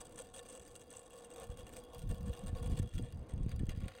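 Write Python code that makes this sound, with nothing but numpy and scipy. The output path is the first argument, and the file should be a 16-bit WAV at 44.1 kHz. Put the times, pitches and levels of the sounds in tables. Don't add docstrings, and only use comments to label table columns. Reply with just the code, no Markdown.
import sys
import numpy as np
from scipy import signal
from scipy.fft import rfft, irfft, next_fast_len
from scipy.io import wavfile
from scipy.ndimage import map_coordinates

SR = 44100
rng = np.random.default_rng(int(sys.argv[2]) if len(sys.argv) > 2 else 0)


def output_pcm(signal):
    pcm = np.clip(np.atleast_2d(signal).T, -1, 1) * 32767
    wavfile.write(sys.argv[1], SR, np.round(pcm).astype(np.int16))


def how_loud(loudness_db):
    steps = np.asarray(loudness_db, float) / 20
    return 10 ** steps


N = 176400


def propeller():
    bout, bright_bout = chatter_bouts()
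    play, hum_db = light_play()
    turned, away = turning(1.57), turning(3.04)
    out, edge, all_ticks = np.zeros(N), np.zeros(N), np.zeros(N)
    for point, ticks in enumerate(hub_ticks()):
        tap = taps(point)
        knock_train, bright_train = knocks(point)
        knock = bursts(knock_train, t60=0.018)
        scrape = shaft_scrape()

        loose = (ticks + scrape) * (bout + play)
        treble = filtered(loose, lambda hz: hz > 5200)
        low = loose - 0.49 * away * treble + knock + tap
        out += hub_ring(low, away)

        ripple_db = 4 * rng.standard_normal(12)
        bright_knock = bursts(bright_train, t60=0.018)
        high = ticks * (bright_bout + play * how_loud(-6.5 * turned)) + bright_knock + how_loud(5.5) * tap
        out += frame(low, point, ripple_db)
        out += struts(low, turned, away)
        out += blades(high, turned)

        edge += ticks * bout * how_loud(-6.5 * away) + how_loud(13) * (tap + knock / 2)
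        all_ticks += (ticks + 2.32 * scrape) * (bout / bout.mean() + 1.65)
    return out + blade_edges(edge) + tube_hum(all_ticks, hum_db)


def turning(middle_s):
    width_s = 0.46
    return (1 + np.tanh((np.arange(N) / SR - middle_s) / width_s)) / 2


# start_s, length_s, level_db, blade_brightness_db
CHATTER = [(0.001, 0.024, -58.5, 14), (.048, 0.019, -69.5, 20), (.12, 0.01, -76, 23),
           (.159, 0.005, -66, 19), (.175, 0.047, -59, 14), (.23, 0.023, -69, 8), (.27, 0.046, -76.5, 13.5),
           (.336, 0.064, -59.5, 11.5), (.43, 0.048, -67, 8), (.486, .095, -60.5, 12.5),
           (.597, 0.14, -71.5, 15), (.74, 0.038, -70, 17), (.79, 0.038, -68, 12.5), (.903, .11, -63.5, 13),
           (1.03, 0.046, -71.5, 15.5), (1.1, .17, -67, 10), (1.3, 0.049, -67.5, 14.5),
           (1.36, 0.091, -60.5, 6.5), (1.5, 0.023, -60.5, 6.5), (1.572, 0.051, -59.5, 4.5),
           (1.667, 0.12, -66, 7.5), (1.73, 0.02, -74, -3), (1.762, 0.031, -60, 9.5), (1.81, 0.035, -76, 3)]
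# start_s, length_s, level_db, blade_brightness_db
WINDY_CHATTER = [(1.922, 0.13, -66, 1), (2.092, 0.033, -54.5, 3.5), (2.136, 0.058, -69, -23),
                 (2.255, 0.05, -61.5, 5), (2.321, 0.13, -65.5, 1), (2.462, 0.034, -56, 4),
                 (2.551, 0.048, -57.5, -6), (2.625, 0.052, -59.5, 5), (2.697, 0.065, -59, 0),
                 (2.766, 0.03, -51.5, -19), (2.822, 0.013, -57, -18), (2.934, 0.068, -66, 6),
                 (3.033, 0.096, -68.5, -2), (3.286, 0.039, -67.5, 8), (3.486, 0.046, -60.5, -22),
                 (3.695, 0.029, -54.5, -17), (3.749, 0.034, -61.5, -13.5), (3.803, 0.1, -66, -28),
                 (3.877, 0.16, -65, -15)]


def chatter_bouts():
    rise_s, fall_s = 0.0018, 0.022
    t = np.arange(N) / SR
    plain, bright = np.zeros(N), np.zeros(N)
    for start_s, length_s, level_db, bright_db in CHATTER + WINDY_CHATTER:
        rise = np.clip((t - start_s) / rise_s + 1, 0, 1)
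        fall = np.clip((start_s + length_s - t) / fall_s + 0.5, 0, 1)
        plain += how_loud(level_db) * rise * fall
        bright += how_loud(level_db + bright_db) * rise * fall
    return plain, bright


# start_s, level_db, tube_hum_db (above level)
LIGHT_PLAY = [(0.0, -61.5, 3.5), (0.4, -66, 9.5), (0.57, -68.5, 7.5), (1.0, -66, 5.5), (1.37, -64.5, 10),
              (1.7, -64.5, 4), (1.96, -62.5, 11.5), (1.99, -65, 6), (2.61, -63.5, 8.5), (2.93, -61.5, -0.5),
              (3.05, -64.5, 6.5), (3.16, -70, 4), (3.27, -67.5, 8.5), (4.0, -63.5, 5)]


def light_play():
    play_db, hum_db = curves(LIGHT_PLAY)
    return how_loud(play_db - 3.5), play_db + hum_db


def hub_ticks():
    ticks_per_s, jitter = 160, 0.6
    count = int(N / SR * ticks_per_s) - 1
    moments = np.arange(count) + 0.5 + jitter * rng.uniform(-1, 1, count)
    at = (moments / ticks_per_s * SR).astype(int)
    size = how_loud(4 * np.clip(rng.standard_normal(count), -3, 1.1))
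    where = rng.integers(0, 5, size=count)
    for point in range(5):
        train = np.bincount(at, size * (where == point), minlength=N)
        yield unit(bursts(train, t60=0.022)) / 2


def shaft_scrape():
    return how_loud(-6 + 2.17 * wobble(29.99)) * rng.standard_normal(N) / 2


# start_s, peak_db, blade_brightness_db
HARD_KNOCKS = [(0.048, -52, 1), (0.158, -38, 12), (0.175, -41, 11), (0.337, -56, -4), (0.466, -41, -15),
               (0.4857, -42, 18), (0.501, -41, 14), (0.5533, -37.5, 4), (0.5961, -33, 10), (0.6615, -39, 8),
               (0.7613, -35.5, 16.5), (0.793, -55, -7), (0.9048, -37, 14), (0.9684, -39.5, 23),
               (1.667, -30.5, 6), (1.9818, -35, 5), (2.093, -42, -2), (2.1446, -29.5, -11.5),
               (2.2604, -38, 7), (2.3303, -28.5, -13), (2.6286, -32.5, 5), (2.6605, -27.5, -7),
               (2.7902, -27, 5), (2.923, -51, -7), (3.5163, -27.5, -3), (3.5613, -34.5, -6),
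               (3.5938, -30.5, -13), (3.6932, -24, 0.5), (3.8044, -31.5, -13), (3.8814, -23.5, 1.5)]


def knocks(point):
    level_db = -14
    dull, bright = np.zeros(N), np.zeros(N)
    for start_s, peak_db, bright_db in HARD_KNOCKS[point::5]:
        i = round(start_s * SR)
        dull[i] = how_loud(peak_db + level_db)
        bright[i] = how_loud(peak_db + bright_db + level_db)
    return dull, bright


# start_s, peak_db
LIGHT_TAPS = [(0.1241, -53), (0.145, -54), (0.189, -37), (0.2189, -43.5), (0.2493, -50), (0.2695, -54),
              (0.348, -48), (0.3623, -41), (0.3747, -42.5), (0.392, -36.5), (0.4314, -51), (0.4577, -51),
              (0.53, -49), (0.5586, -43), (0.623, -53), (0.68, -47.5), (0.7127, -49), (0.7549, -41.5),
              (0.814, -45), (0.9544, -47), (1.106, -49.5), (1.2448, -48), (1.3023, -51), (1.343, -48.5),
              (1.3612, -42.5), (1.3992, -45.5), (1.4404, -44), (1.4694, -48), (1.503, -60), (1.5728, -44),
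              (1.6102, -60), (1.6925, -45.5), (1.736, -41.5), (1.7668, -36.5), (1.7994, -47),
              (1.8377, -51.5), (1.9467, -41.5), (1.9924, -43)]
# start_s, peak_db
WINDY_TAPS = [(2.026, -49), (2.0745, -51), (2.0915, -48), (2.112, -42), (2.1734, -64), (2.1817, -49.5),
              (2.2084, -47), (2.2289, -51), (2.2802, -45), (2.3158, -53), (2.3357, -43), (2.365, -48),
              (2.3735, -49.5), (2.392, -44), (2.4379, -48), (2.4623, -46), (2.5516, -55), (2.7024, -53),
              (2.726, -47), (2.7736, -50), (2.7947, -39.5), (2.819, -48), (2.828, -47.5), (2.8599, -63),
              (2.8742, -46.5), (2.8913, -50), (2.9372, -48), (2.9517, -48), (2.98, -42), (2.9866, -43),
              (3.024, -48), (3.107, -62), (3.124, -48.5), (3.1585, -58), (3.1727, -55), (3.1931, -58),
              (3.2284, -58), (3.2924, -54), (3.337, -50.5), (3.3778, -53.5), (3.432, -51), (3.462, -50.5),
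              (3.4924, -48), (3.508, -62), (3.5216, -52), (3.5974, -52), (3.623, -56), (3.6556, -55),
              (3.6676, -47.5), (3.7043, -49), (3.717, -55), (3.7509, -61.5), (3.8347, -55), (3.856, -58.5),
              (3.9516, -52.5), (3.976, -50), (3.9858, -52)]


def taps(point):
    train = np.zeros(N)
    for start_s, peak_db in (LIGHT_TAPS + WINDY_TAPS)[point::5]:
        train[round(start_s * SR)] = how_loud(peak_db - 1)
    return bursts(train, t60=0.011)


# pitch_hz, width_hz, level_db
HUB_TONES = [(1910, 510, -4), (4860, 135, 0.5), (6250, 210, -8)]


def hub_ring(low, away):
    return how_loud(1.5) * filtered(away * low, modes(HUB_TONES, spread_db=6))


# pitch_hz, width_hz, level_db
FRAME_TONES = [(1412, 47, -11.5), (1762, 33, -4), (2345, 170, -23.5), (2996, 76, -3.5), (3750, 100, -19),
               (4750, 56, -8.5)]
# pitch_hz, level_db
CRACK_COLOUR = [(800, -16.5), (2500, 1), (4000, 1), (5500, -5.5), (9000, 3.5), (11500, -9.5), (14500, -3),
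                (16000, -8)]


def frame(low, point, ripple_db):
    ring = modes(FRAME_TONES, spread_db=6.5)
    crack = colour(CRACK_COLOUR)
    ripple_hz = np.linspace(0, 16500, num=len(ripple_db))

    def response(f):
        dulling_db = 5.5 * point * f / 20000
        crack_db = -5 - dulling_db + np.interp(f, ripple_hz, ripple_db)
        return 5 * how_loud(-7) * ring(f) + how_loud(crack_db) * crack(f)

    return filtered(low, response)


# pitch_hz, width_hz, level_db
STRUT_TONES = [(2771, 30, -2), (3336, 58, 0)]


def struts(low, turned, away):
    level_db = -5.5 + 2 * (turned - 2 * away)
    driven = how_loud(3.9 * wobble(8)) * low
    return 5 * how_loud(level_db) * filtered(driven, modes(STRUT_TONES, spread_db=2.0))


# pitch_hz, width_hz, level_db
BLADE_TONES = [(6190, 420, -14), (7840, 173, -1.5), (8550, 198, -3.5), (9090, 620, -10)]


def blades(high, turned):
    hidden_db = -7.5
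    hidden = [(hz, width, db + hidden_db * (k == 1)) for k, (hz, width, db) in enumerate(BLADE_TONES)]
    facing = filtered((1 - turned) * high, modes(BLADE_TONES, spread_db=3.25))
    aside = filtered(turned * high, modes(hidden, spread_db=3.25))
    return 4 * how_loud(-7) * (facing + aside)


def blade_edges(edge):
    facing_s, width_s = 1.8, 0.27
    off_centre = (np.arange(N) / SR - facing_s) / width_s
    return how_loud(-22 - np.minimum(off_centre ** 2, 9)) * filtered(edge, lambda hz: hz > 11140)


# pitch_hz, width_hz, level_db
TUBE_TONES = [(454.8, 29.5, -6.5), (484, 18.9, 4.5), (539, 20.7, -1.5), (617, 29, -8.5), (736.5, 60.5, -12),
              (910.5, 49, -14.5), (1102, 62, -13)]


def tube_hum(all_ticks, hum_db):
    sway = np.pi / 4 * (1 + np.tanh(wobble(3.195)))
    hum = np.zeros(N)
    for share in (np.cos(sway), np.sin(sway)):
        driven = share * how_loud(2.17 * wobble(14)) * all_ticks
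        hum += unit(filtered(driven, modes(TUBE_TONES, spread_db=2.5)))
    return how_loud(hum_db) * unit(hum)


# start_s, strength_db
GUSTS = [(0.0, -62.5), (1.39, -63.5), (1.48, -54), (1.9, -59.5), (2.09, -37), (2.22, -46), (2.31, -36),
         (2.37, -54.5), (2.46, -40.5), (2.77, -37.5), (2.81, -27), (2.9, -55), (3.0, -30), (3.07, -45.5),
         (3.31, -48), (3.33, -40), (3.84, -36), (4.0, -72)]
# pitch_hz, level_db (per Hz)
RUMBLE_COLOUR = [(12, -55), (20, 6), (49, 2.5), (87, 3), (201, -8), (348, -27), (400, -45), (520, -50),
                 (880, -120)]
# pitch_hz, level_db (per Hz)
SNAP_COLOUR = [(60, -24), (200, 12.5), (350, -2), (700, -16.5), (1500, -27.5)]


def gusts():
    strength_db, = curves(GUSTS)
    lumps = how_loud(7.5 * np.tanh(wobble(40)))
    unsteady = how_loud(2.45 * wobble(12))
    rumble_air = filtered(rng.standard_normal(N), colour(RUMBLE_COLOUR))
    rumble = unit(lumps ** 0.69 * unsteady * rumble_air)
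    snap = unit(lumps ** 3.3 * filtered(rng.standard_normal(N), colour(SNAP_COLOUR)))
    snap_db = -18 + 2.41 * (strength_db + 39.0) - 41
    return how_loud(strength_db - 1.5) * rumble + how_loud(snap_db) * snap


# start_s, peak_db, pitch_hz (negative when it sucks first)
PRESSURE_SLAPS = [(1.495, -31.5, 58), (2.099, -29, 85), (2.298, -29, -64.5), (2.529, -26.5, 91),
                  (2.697, -26.5, -130), (2.725, -27.5, 88), (2.797, -21, 122), (2.817, -32, 63),
                  (2.98, -27, -77), (2.996, -23.5, -130), (3.336, -25.5, -73), (3.463, -23, 121),
                  (3.539, -27.5, -66), (3.633, -22.5, -120), (3.686, -26, -86), (3.775, -27, 86),
                  (3.86, -28, 98)]


def slaps():
    out, t = np.zeros(N + SR), np.arange(SR // 10) / SR
    for start_s, peak_db, pitch_hz in PRESSURE_SLAPS:
        cycles = t * abs(pitch_hz)
        swing = np.sin(2 * np.pi * cycles ** 0.93) * np.exp(-cycles / 0.61)
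        onset = np.sin(np.pi / 2 * np.clip(cycles * 4, 0, 1)) ** 2
        i = round(start_s * SR)
        out[i:i + len(t)] += np.sign(pitch_hz) * how_loud(peak_db + 1.5) * swing * onset
    return out[:N]


# pitch_hz, level_db (per Hz)
FAR_COLOUR = [(20, 2.5), (100, -14.5), (230, 1), (400, -3), (800, -10), (1500, -22), (4000, -38),
              (12000, -53)]


def far_wind():
    unsteady = how_loud(2.74 * wobble(5.99))
    air = filtered(rng.standard_normal(N), colour(FAR_COLOUR))
    return how_loud(-63) * unit(unsteady * air)


def unit(x):
    return x / np.sqrt(np.mean(x ** 2) + 1e-20)


def curves(rows):
    start_s, *columns = np.transpose(rows)
    return [np.interp(np.arange(N) / SR, start_s, column) for column in columns]


def wobble(rate):
    knots = rng.standard_normal(int(N * rate / SR) + 4)
    return map_coordinates(knots, [np.arange(N) * rate / SR])


def bursts(train, t60):
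    tail = how_loud(-60 * np.arange(SR // 20) / SR / t60)
    return signal.fftconvolve(train, tail)[:N] * rng.standard_normal(N)


def filtered(x, response):
    m = next_fast_len(N + SR // 2)
    return irfft(rfft(x, m) * response(np.fft.rfftfreq(m, 1 / SR)), m)[:N]


def colour(points):
    hz, db = np.transpose(points)
    return lambda f: how_loud(np.interp(np.log(f + 1), np.log(hz + 1), db, left=-120, right=-120))


def modes(table, spread_db):
    gains = how_loud(spread_db * rng.standard_normal(len(table)))
    shifts = 1 + 0.007 * spread_db / 6 * rng.standard_normal(len(table))

    def response(f):
        total = 0
        for k, (hz, width, db) in enumerate(table):
            ring = 1j * f * width / ((hz * shifts[k]) ** 2 - f * f + 1j * f * width)
            total = total + (-1) ** k * gains[k] * how_loud(db) * ring
        return total

    return response


def scene():
    return (propeller() + gusts() + slaps() + far_wind())[None]


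def low_pass(x):
    return signal.sosfilt(signal.butter(12, 16470, fs=SR, output="sos"), x)


def record(dry):
    mix = filtered(dry[0], lambda hz: np.where(hz < 15850, 1, how_loud(-27)) * (hz < 16450))
    return low_pass(mix[None])


dry = scene()
out = record(dry)
output_pcm(out)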